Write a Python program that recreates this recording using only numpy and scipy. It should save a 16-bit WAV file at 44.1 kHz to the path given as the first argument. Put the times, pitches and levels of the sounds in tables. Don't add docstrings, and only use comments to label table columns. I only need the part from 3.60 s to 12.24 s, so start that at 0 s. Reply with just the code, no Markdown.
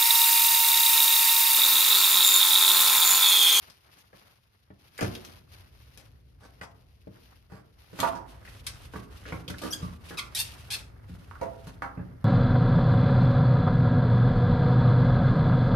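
import sys
import numpy as np
from scipy import signal
from scipy.fft import rfft, irfft, next_fast_len
from scipy.io import wavfile
from scipy.ndimage import map_coordinates

SR = 44100
rng = np.random.default_rng(int(sys.argv[2]) if len(sys.argv) > 2 else 0)


def pcm_store(signal):
    levels = np.round(np.clip(np.atleast_2d(signal), -1, 1) * 32767)
    wavfile.write(sys.argv[1], SR, levels.astype(np.int16).T)


N = 381155
TIME = np.arange(N) / SR
BLOW = TIME[:SR // 2]
CUTOFF_HZ = 15800
STACKING_FROM_S = 4.3

# f/Hz, density/dB
RUBBING_SPECTRUM = [(150, 8.5), (300, 3.5), (600, 5), (1400, 5.5), (2200, 0), (3500, -53)]


def from_db(db):
    return 10 ** (np.asarray(db) / 20)


def level_one(x):
    return x / np.sqrt(np.mean(x ** 2) + 1e-20)


def attack_one(x, size=1323):
    return x / np.sqrt(np.mean(x[..., :size] ** 2) + 1e-20)


def at_hz(points, hz):
    f, value = np.transpose(points)
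    return np.interp(np.log(np.maximum(hz, 1)), np.log(f), value)


def cut(x, hz, kind, order=2):
    sections = signal.butter(order, np.minimum(hz, SR / 2 - 1000), kind, fs=SR, output="sos")
    return signal.sosfilt(sections, x + 1e-18)


def colour(x, gain_at):
    size = next_fast_len(x.shape[-1])
    spectrum = rfft(x, size) * gain_at(np.fft.rfftfreq(size, 1 / SR))
    return irfft(spectrum, size)[..., :x.shape[-1]]


def lean(x, balance):
    sides = np.array([[1], [-1]])
    return colour(x, lambda hz: from_db(at_hz(balance, hz) * sides / 2))


def two_ears(pair):
    # f/Hz, left-right correlation/1
    likeness = [(60, 0.94), (150, 0.88), (350, 0.22), (900, 0.046), (4000, 0.24), (9000, 0.017),
                (12000, 0.41)]
    alike = lambda hz: np.clip(at_hz(likeness, hz), 0, .99)
    middle = colour(pair[0], lambda hz: np.sqrt(1 + alike(hz)))
    side = colour(pair[1], lambda hz: np.sqrt(1 - alike(hz)))
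    return middle + side * [[1], [-1]]


def from_left(x, size=17):
    return np.stack([x[0], np.pad(x[1], (size, 0))[:N]])


def add(out, s, sound, pan_db=0):
    at = max(round(s * SR), 0)
    sides = from_db(np.array([[pan_db], [-pan_db]]) / 2)
    out[:, at:at + sound.shape[-1]] += (sound * sides / sides.mean())[:, :N - at]


def ringing(hz, gains, t60):
    decay = np.exp(-np.log(1000) * np.outer(1 / np.abs(t60), BLOW))
    return gains @ (np.sin(2 * np.pi * np.outer(hz, BLOW)) * decay)


def strike(touches, response):
    return signal.fftconvolve(np.atleast_2d(touches), np.atleast_2d(response), axes=-1)[:, :len(BLOW)]


def contacts(settle_s, per_s, share):
    touches = (rng.random(len(BLOW)) < per_s / SR) * rng.standard_normal(len(BLOW)) * share
    touches[0] = 1
    return touches * np.exp(-BLOW / max(settle_s, .001))


def stroke(length, roundness=0.2):
    return np.abs(np.sin(np.pi * np.minimum(BLOW / length, 1))) ** roundness


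def effort(rows, attack_s, release_s, rest_db):
    power = from_db(rest_db) ** 2
    for s, length, db in rows:
        before = np.maximum(s - TIME, 0) / attack_s
        after = np.maximum(TIME - s - length, 0) / release_s
        power = power + from_db(db) ** 2 * np.exp(-2 * np.minimum(before + after, 20))
    return np.sqrt(power)


def crack(decay_s, low_hz, high_hz):
    burst = two_ears(rng.standard_normal((2, len(BLOW)))) * np.exp(-BLOW / decay_s)
    return cut(cut(burst, low_hz, "high"), high_hz, "low", order=1)


def log_body(pitch, octaves, cycles, count=22):
    offset = np.linspace(-1, 1, count) + rng.normal(0, 0.05, count)
    hz = pitch * 2 ** (offset * octaves)
    phase = rng.choice([0, np.pi], count) + rng.normal(0, 1.0, (2, count))
    return ringing(hz, np.exp(-2 * offset ** 2) * np.cos(phase), cycles / hz)


def grains(spectrum, per_s, spread_db):
    spread = np.minimum(rng.exponential(1, (2, N)), 5)
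    sizes = from_db(spread_db * spread) * rng.standard_normal((2, N))
    clumps = from_db(2.5 * level_one(cut(rng.standard_normal(N), 22, "low")))
    clicks = sizes * clumps * (rng.random((2, N)) < per_s / SR)
    return level_one(colour(two_ears(clicks), lambda hz: from_db(at_hz(spectrum, hz))))


def rumble(trim_db=2):
    # t/s, level before trim/dB
    levels = [(0, -69), (1.15, -69.5), (1.55, -55.5), (4.25, -61.5), (4.45, -51), (8.64, -49.5)]
    # f/Hz, density/dB
    spectrum = [(24, -32), (38, -2), (58, 5.5), (110, 3.5), (170, -10), (260, -14.5), (500, -19.5),
                (1500, -49.5)]
    noise = colour(two_ears(rng.standard_normal((2, N))), lambda hz: from_db(at_hz(spectrum, hz)))
    level_db = np.interp(TIME, *np.transpose(levels))
    return from_db(level_db + trim_db) * level_one(noise)


def barn(near, far, early_db, tail_db, near_tail_db, early_s=0.012):
    # f/Hz, t60/s
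    decay_times = [(100, 0.61), (400, 0.72), (1200, 0.42), (4000, 0.22), (9000, 0.33), (15000, 0.053)]
    t = TIME[:SR]
    edges = np.geomspace(120, 16000, 9)
    tail = 0
    for low, high in zip(edges, edges[1:]):
        band = cut(two_ears(rng.standard_normal((2, SR))), [low, high], "band")
        tail = tail + band * np.exp(-np.log(1000) * t / at_hz(decay_times, np.sqrt(low * high)))
    tail = tail * np.minimum(t / 0.013, 1)
    early = two_ears(rng.standard_normal((2, SR))) * np.exp(-t / early_s) * (t > .002)
    early = cut(early, 193, "high")

    def reflect(x, response):
        return signal.fftconvolve(x, level_one(response) / np.sqrt(SR), axes=-1)[:, :N]

    roof = reflect(from_db(near_tail_db) * near + far, tail)
    return near + far + from_db(early_db) * reflect(near + far, early) + from_db(tail_db) * roof


def film(crinkle_db=2.0, rub_db=-0.5, tick_db=-8):
    # t/s, length/s, level before the layer gains/dB
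    tugs = [(0.03, 0.051, -57), (0.25, 0.16, -63.5), (0.56, 0.12, -62), (1.21, .17, -66.5),
            (1.405, 0.0051, -47), (1.47, 0.24, -56), (1.93, 0.076, -58.5), (2.16, 0.3, -66),
            (2.81, 0.16, -69), (3.54, 0.18, -64.5), (4.19, 0.15, -65)]
    # f/Hz, density/dB
    spectrum = [(1500, -14), (2600, -7), (4800, -12), (6500, -17.5), (8000, -26.5), (10000, -15),
                (13000, -15.5), (15500, -16.5)]
    crinkle = from_db(crinkle_db) * grains(spectrum, per_s=6000, spread_db=1.0)
    ticks = from_db(tick_db) * grains(spectrum, per_s=90, spread_db=1.5)
    rub = from_db(rub_db) * grains(RUBBING_SPECTRUM, per_s=3400, spread_db=1.5)
    pull = effort(tugs, attack_s=0.025, release_s=0.078, rest_db=-74)
    return pull * (crinkle + ticks + rub)


def bark(crinkle_db=1, rub_db=-1, creak_db=-61.5):
    # t/s, length/s, level before the layer gains/dB
    drags = [(4.4, 0.082, -46.5), (4.71, 0.0069, -57), (4.86, 0.11, -55.5), (5.07, 0.19, -57.5),
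             (5.34, 0.071, -56.5), (5.52, 0.29, -58.5), (5.99, 0.33, -56.5), (6.46, 0.17, -53),
             (6.76, .25, -53), (7.115, 0.085, -51.5), (7.48, 0.56, -66), (8.08, 0.0069, -55)]
    # f/Hz, density/dB
    spectrum = [(1500, -10.5), (2600, 7.5), (4800, 0.5), (7000, -3.5), (10000, -3), (13000, -6),
                (15500, -18)]
    crinkle = from_db(crinkle_db) * grains(spectrum, per_s=8400, spread_db=0.5)
    rub = from_db(rub_db) * grains(RUBBING_SPECTRUM, per_s=1700, spread_db=0.0)
    pile = from_db(creak_db) * grains(RUBBING_SPECTRUM, per_s=3000, spread_db=2.5)
    drag = effort(drags, attack_s=0.029, release_s=0.04, rest_db=-84)
    return (drag * (crinkle + rub) + pile) * (TIME > STACKING_FROM_S)


def snaps(trim_db=-1):
    # t/s, peak level before trim/dB
    breaks = [(0.1, -36.5), (0.387, -46), (1.379, -27), (1.4093, -19), (1.551, -25.5), (1.649, -29.5),
              (2.375, -32.5), (4.4026, -12), (5.0687, -18), (5.984, -27)]
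    out = np.zeros((2, N))
    for s, db in breaks:
        touches = contacts(settle_s=0.014, per_s=2000, share=0.17)
        snap = strike(touches, crack(decay_s=0.00083, low_hz=1510, high_hz=7050))
        add(out, s, from_db(db + trim_db) * snap / np.abs(snap).max())
    return out


def shuffles(grit_db=-8):
    # t/s, length/s, level of the wood/dB
    slides = [(2.363, 0.057, -61), (2.805, 0.066, -56.5), (3.012, 0.041, -49.5), (3.897, 0.11, -57.5),
              (5.654, 0.06, -48), (6.022, 0.072, -46.5)]
    out = np.zeros((2, N))
    for s, length, db in slides:
        size = int(length * SR)
        catches = (rng.random(len(BLOW)) < 900 / SR) * rng.standard_normal(len(BLOW))
        catches = catches * stroke(length, roundness=0.39)
        wood = attack_one(strike(catches, log_body(1410, octaves=2.58, cycles=3.8, count=34)), size)
        grit = attack_one(strike(catches, crack(decay_s=0.00022, low_hz=2130, high_hz=2770)), size)
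        add(out, s, from_db(db) * (wood + from_db(grit_db) * grit))
    return out


def tocks():
    # t/s, level over the first 30 ms/dB, pitch/Hz
    taps = [(1.388, -48.5, 1910), (1.553, -50.5, 3100), (4.851, -58, 1920), (4.876, -56.5, 2100),
            (5.654, -51, 1550), (5.724, -48, 2210), (5.879, -47, 3600), (5.903, -48.5, 1475),
            (5.942, -51.5, 1530), (6.034, -47.5, 1365), (7.712, -49.5, 1250), (7.755, -54, 1260),
            (8.221, -38.5, 1330)]
    out = np.zeros((2, N))
    for s, db, pitch in taps:
        touches = contacts(settle_s=0.01, per_s=200, share=0.35)
        wood = log_body(pitch, octaves=0.626, cycles=36, count=9)
        add(out, s, from_db(db) * attack_one(strike(touches, wood)))
    return out


def scrapes(grit=1.0, unevenness=0.27, bend_s=0.017):
    # t/s, length/s, level/dB, final slip rate/Hz, rise/octaves,
    # slip irregularity/octaves, brightness/Hz, pitch factor of the resonances/1
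    slides = [(5.065, 0.0091, -35.5, 820, 0.026, 0.12, 14200, 1),
              (6.105, 0.032, -41.5, 6750, 0.29, 0.015, 7000, 1.4),
              (6.125, 0.017, -35, 1686, 0.06, 0.015, 3980, 1.04),
              (6.572, 0.029, -35, 1070, -0.3, 0.063, 990, 0.96),
              (6.748, 0.012, -32, 1900, 0.043, 0.074, 11900, 1.13),
              (6.76, 0.059, -31.5, 903, 0.23, 0.037, 12500, 1.04),
              (7.103, 0.05, -34.5, 880, 0.089, 0.093, 5400, 1.04)]
    # f/Hz, width/Hz, gain/dB
    resonances = [(1500, 520, -13.5), (2000, 154, 1.5), (3380, 2250, 0), (4330, 470, 5.5), (4830, 530, -2),
                  (8570, 1700, 1.5), (11740, 1700, -0.5)]
    out = np.zeros((2, N))
    for s, length, db, rate, rise, uneven, bright_hz, scale in slides:
        wobble, grip = (level_one(cut(rng.standard_normal(len(BLOW)), hz, "low")) for hz in (500, 150))
        cycles = np.cumsum(rate * 2 ** (uneven * wobble)) / SR
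        slips = np.diff(np.floor(cycles), prepend=0)
        rasp = grit * uneven * rng.standard_normal((2, len(BLOW)))
        force = (slips + rasp) * stroke(length) * np.exp(unevenness * grip) + 1e-18
        sound = 0
        for k, (hz, width, gain_db) in enumerate(resonances):
            peak = signal.iirpeak(min(hz * scale, CUTOFF_HZ), hz / width, SR)
            sound = sound + (-1) ** k * from_db(gain_db) * signal.lfilter(*peak, force)
        bend = 2 ** (-rise * np.exp(-(BLOW / bend_s) ** 3))
        sound = np.array([map_coordinates(side, [np.cumsum(bend)]) for side in sound])
        sound = cut(sound, bright_hz, "low", order=1)
        add(out, s, from_db(db) * attack_one(sound, size=int(length * SR)))
    return out


def clangs(twin_db=-5):
    # t/s, level over the first 30 ms/dB, centre of the excited modes/Hz,
    # their spread/octaves, left minus right/dB
    hits = [(4.430, -26.5, 940, 0.63, -7.5), (4.453, -37.5, 1020, 0.46, 10), (6.036, -42.5, 320, 0.2, 0),
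            (6.226, -49, 1160, 0.11, -2), (6.578, -45.5, 1260, 0.18, -5), (7.813, -34.5, 580, 0.4, -2.5),
            (8.223, -45.5, 1400, 0.9, 1)]
    # f/Hz, level/dB, t60/s
    cradle = [(296, -4, .55), (511, -7, .2), (544, -10, .2), (668, -3, .28), (786, -5, .24), (891, -4, .3),
              (960, 1, .25), (1061, -7, .22), (1170, -9, .22), (1345, -8, .16), (1412, -5, .2),
              (1800, -14, .22)]
    out = np.zeros((2, N))
    hz, mode_db, t60 = np.transpose(cradle)
    for s, db, centre, spread, pan in hits:
        touches = contacts(settle_s=0.024, per_s=400, share=0.16)
        at = np.flatnonzero(touches)
        drive = np.abs(np.exp(2j * np.pi * np.outer(hz, BLOW[at])) @ touches[at])
        uptake = np.maximum(drive, .5)
        nearness = np.exp(-.5 * (np.log2(hz / centre) / spread) ** 2)
        gains = from_db(mode_db) * nearness * rng.choice([-1, 1], (2, len(hz)))
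        twins = hz * rng.normal(1, 0.0493, len(hz))
        steel = ringing(hz, gains / uptake, t60) + from_db(twin_db) * ringing(twins, gains[::-1], t60 / 2)
        add(out, s, from_db(db) * attack_one(strike(touches, steel)), pan)
    return out


def rebounds(rows, later_s=.019, dull_db=4.5):
    hits = []
    for s, db, thud, clack, bright, again in rows:
        hits.append((s, db, thud, clack, bright))
        hits.append((s + later_s, db + again, thud, clack - dull_db / 2, bright - dull_db))
    return hits


def knocks(rows, pan_db, body_hz, clack_hz, body_db, thud_db, clack_db, crack_db, settle_s, frame_pitch=1):
    # f/Hz, level/dB, t60/s
    frame_modes = [(61.3, -15, 0.71), (87.8, -3.5, 0.29), (114.3, -2.5, 0.23), (142.5, -10, 0.21),
                   (175.3, -1, 0.13), (239, -5.5, 0.057)]
    out = np.zeros((2, N))
    hz, mode_db, t60 = np.transpose(frame_modes)
    for s, db, thud, clack, bright in rows:
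        touches = contacts(settle_s, per_s=260, share=.5)
        low = attack_one(strike(touches, log_body(body_hz, octaves=1.366, cycles=19.5)))
        high = attack_one(strike(touches, log_body(clack_hz, octaves=1.19, cycles=64)))
        fibres = attack_one(strike(touches, crack(decay_s=0.0055, low_hz=2450, high_hz=3600)))
        body = from_db(body_db) * low + from_db(clack + clack_db) * high + from_db(bright + crack_db) * fibres
        frame_gains = from_db(mode_db + rng.normal(0, 0.65, len(hz))) * rng.choice([-1, 1], len(hz))
        frame = ringing(hz * frame_pitch, frame_gains, t60)
        add(out, s, from_db(db) * body, pan_db)
        add(out, s, from_db(db + thud + thud_db) * attack_one(frame))
    return out


def bundler_clunks():
    # t/s, reference level/dB, then before the layer gains thud/dB, clack/dB and crack/dB
    # re reference, and second landing/dB re first
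    clunks = [(0.53, -50.5, -10.5, -8.5, -15, -8), (1.104, -49, -1, -13.5, -38, -24),
              (1.39, -38.5, -23, -3, -12, 2), (1.413, -25, -20, -16, -15, -6),
              (1.426, -24.5, -4.5, -13, -7, -2.5), (3.012, -45.5, -3, 2, -2, -5.5),
              (3.471, -40, -5.5, -27, -45, -16), (3.92, -43.5, -1.5, -20, -12, -11)]
    return knocks(rebounds(clunks), pan_db=0.0, body_hz=482.4, clack_hz=1595, body_db=-9.0, thud_db=-2.0,
                  clack_db=-2.5, crack_db=-15.0, settle_s=0.0064, frame_pitch=1.1)


def log_knocks():
    # t/s, reference level/dB, then before the layer gains thud/dB, clack/dB and crack/dB
    # re reference, and second landing/dB re first
    landings = [(4.33, -37.5, -14, -19, -23, -18), (4.39, -31, -13, 0, -12, -1),
                (4.431, -28.5, -36, 1.5, -14, -4.5), (4.552, -42.5, -5.5, -3.5, -8.5, -2.5),
                (5.337, -36, -12, -5.5, -22, 4.5), (5.723, -29.5, -5.5, -7.5, -21.5, -11),
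                (5.881, -35.5, -8.5, -15, -6, 4), (6.017, -33.5, -19, -10, -8.5, 5),
                (6.225, -39, 8.5, -10, -11, -10), (6.507, -33.5, -12, -7, -20, -11),
                (7.496, -52.5, 10.5, -8, -30, -1.5), (7.813, -30, -38, -8.5, -21, -1.5),
                (8.07, -43.5, 1.5, -5, -8, -9), (8.221, -37.5, -25, 5.5, -15, -7),
                (8.374, -36.5, 2, -11.5, -52, 0.5)]
    return knocks(rebounds(landings), pan_db=-1.0, body_hz=340.5, clack_hz=1298, body_db=-12.0, thud_db=-3.0,
                  clack_db=-7.5, crack_db=-7, settle_s=0.025)


def scene():
    # f/Hz, left minus right/dB
    stack_balance = [(150, -1), (450, -4), (1200, -2.5), (2500, -3)]
    near = from_left(bundler_clunks())
    far = log_knocks() + tocks() + shuffles() + clangs() + snaps() + scrapes()
    work = barn(near, far, early_db=-1.0, tail_db=-6.5, near_tail_db=-3.5)
    work = work + from_left(film()) + bark()
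    return np.where(TIME < STACKING_FROM_S, work, lean(work, stack_balance)) + rumble()


def record(dry, dip_db=-4.0):
    # f/Hz, left minus right/dB
    mic_balance = [(200, 0.5), (1300, 0.5), (3000, 2), (5000, 10), (7000, 2.5), (9500, -1.5), (12000, 2)]
    dip = lambda hz: dip_db * np.exp(-((hz - 7600) / 900) ** 2)
    heard = colour(lean(dry, mic_balance), lambda hz: from_db(dip(hz)))
    heard = cut(heard, 38, "high", order=3)
    heard = cut(heard, 13800, "low", order=12)
    return signal.sosfilt(signal.ellip(10, .1, 80, CUTOFF_HZ, fs=SR, output="sos"), heard)


dry = scene()
out = record(dry)
pcm_store(out)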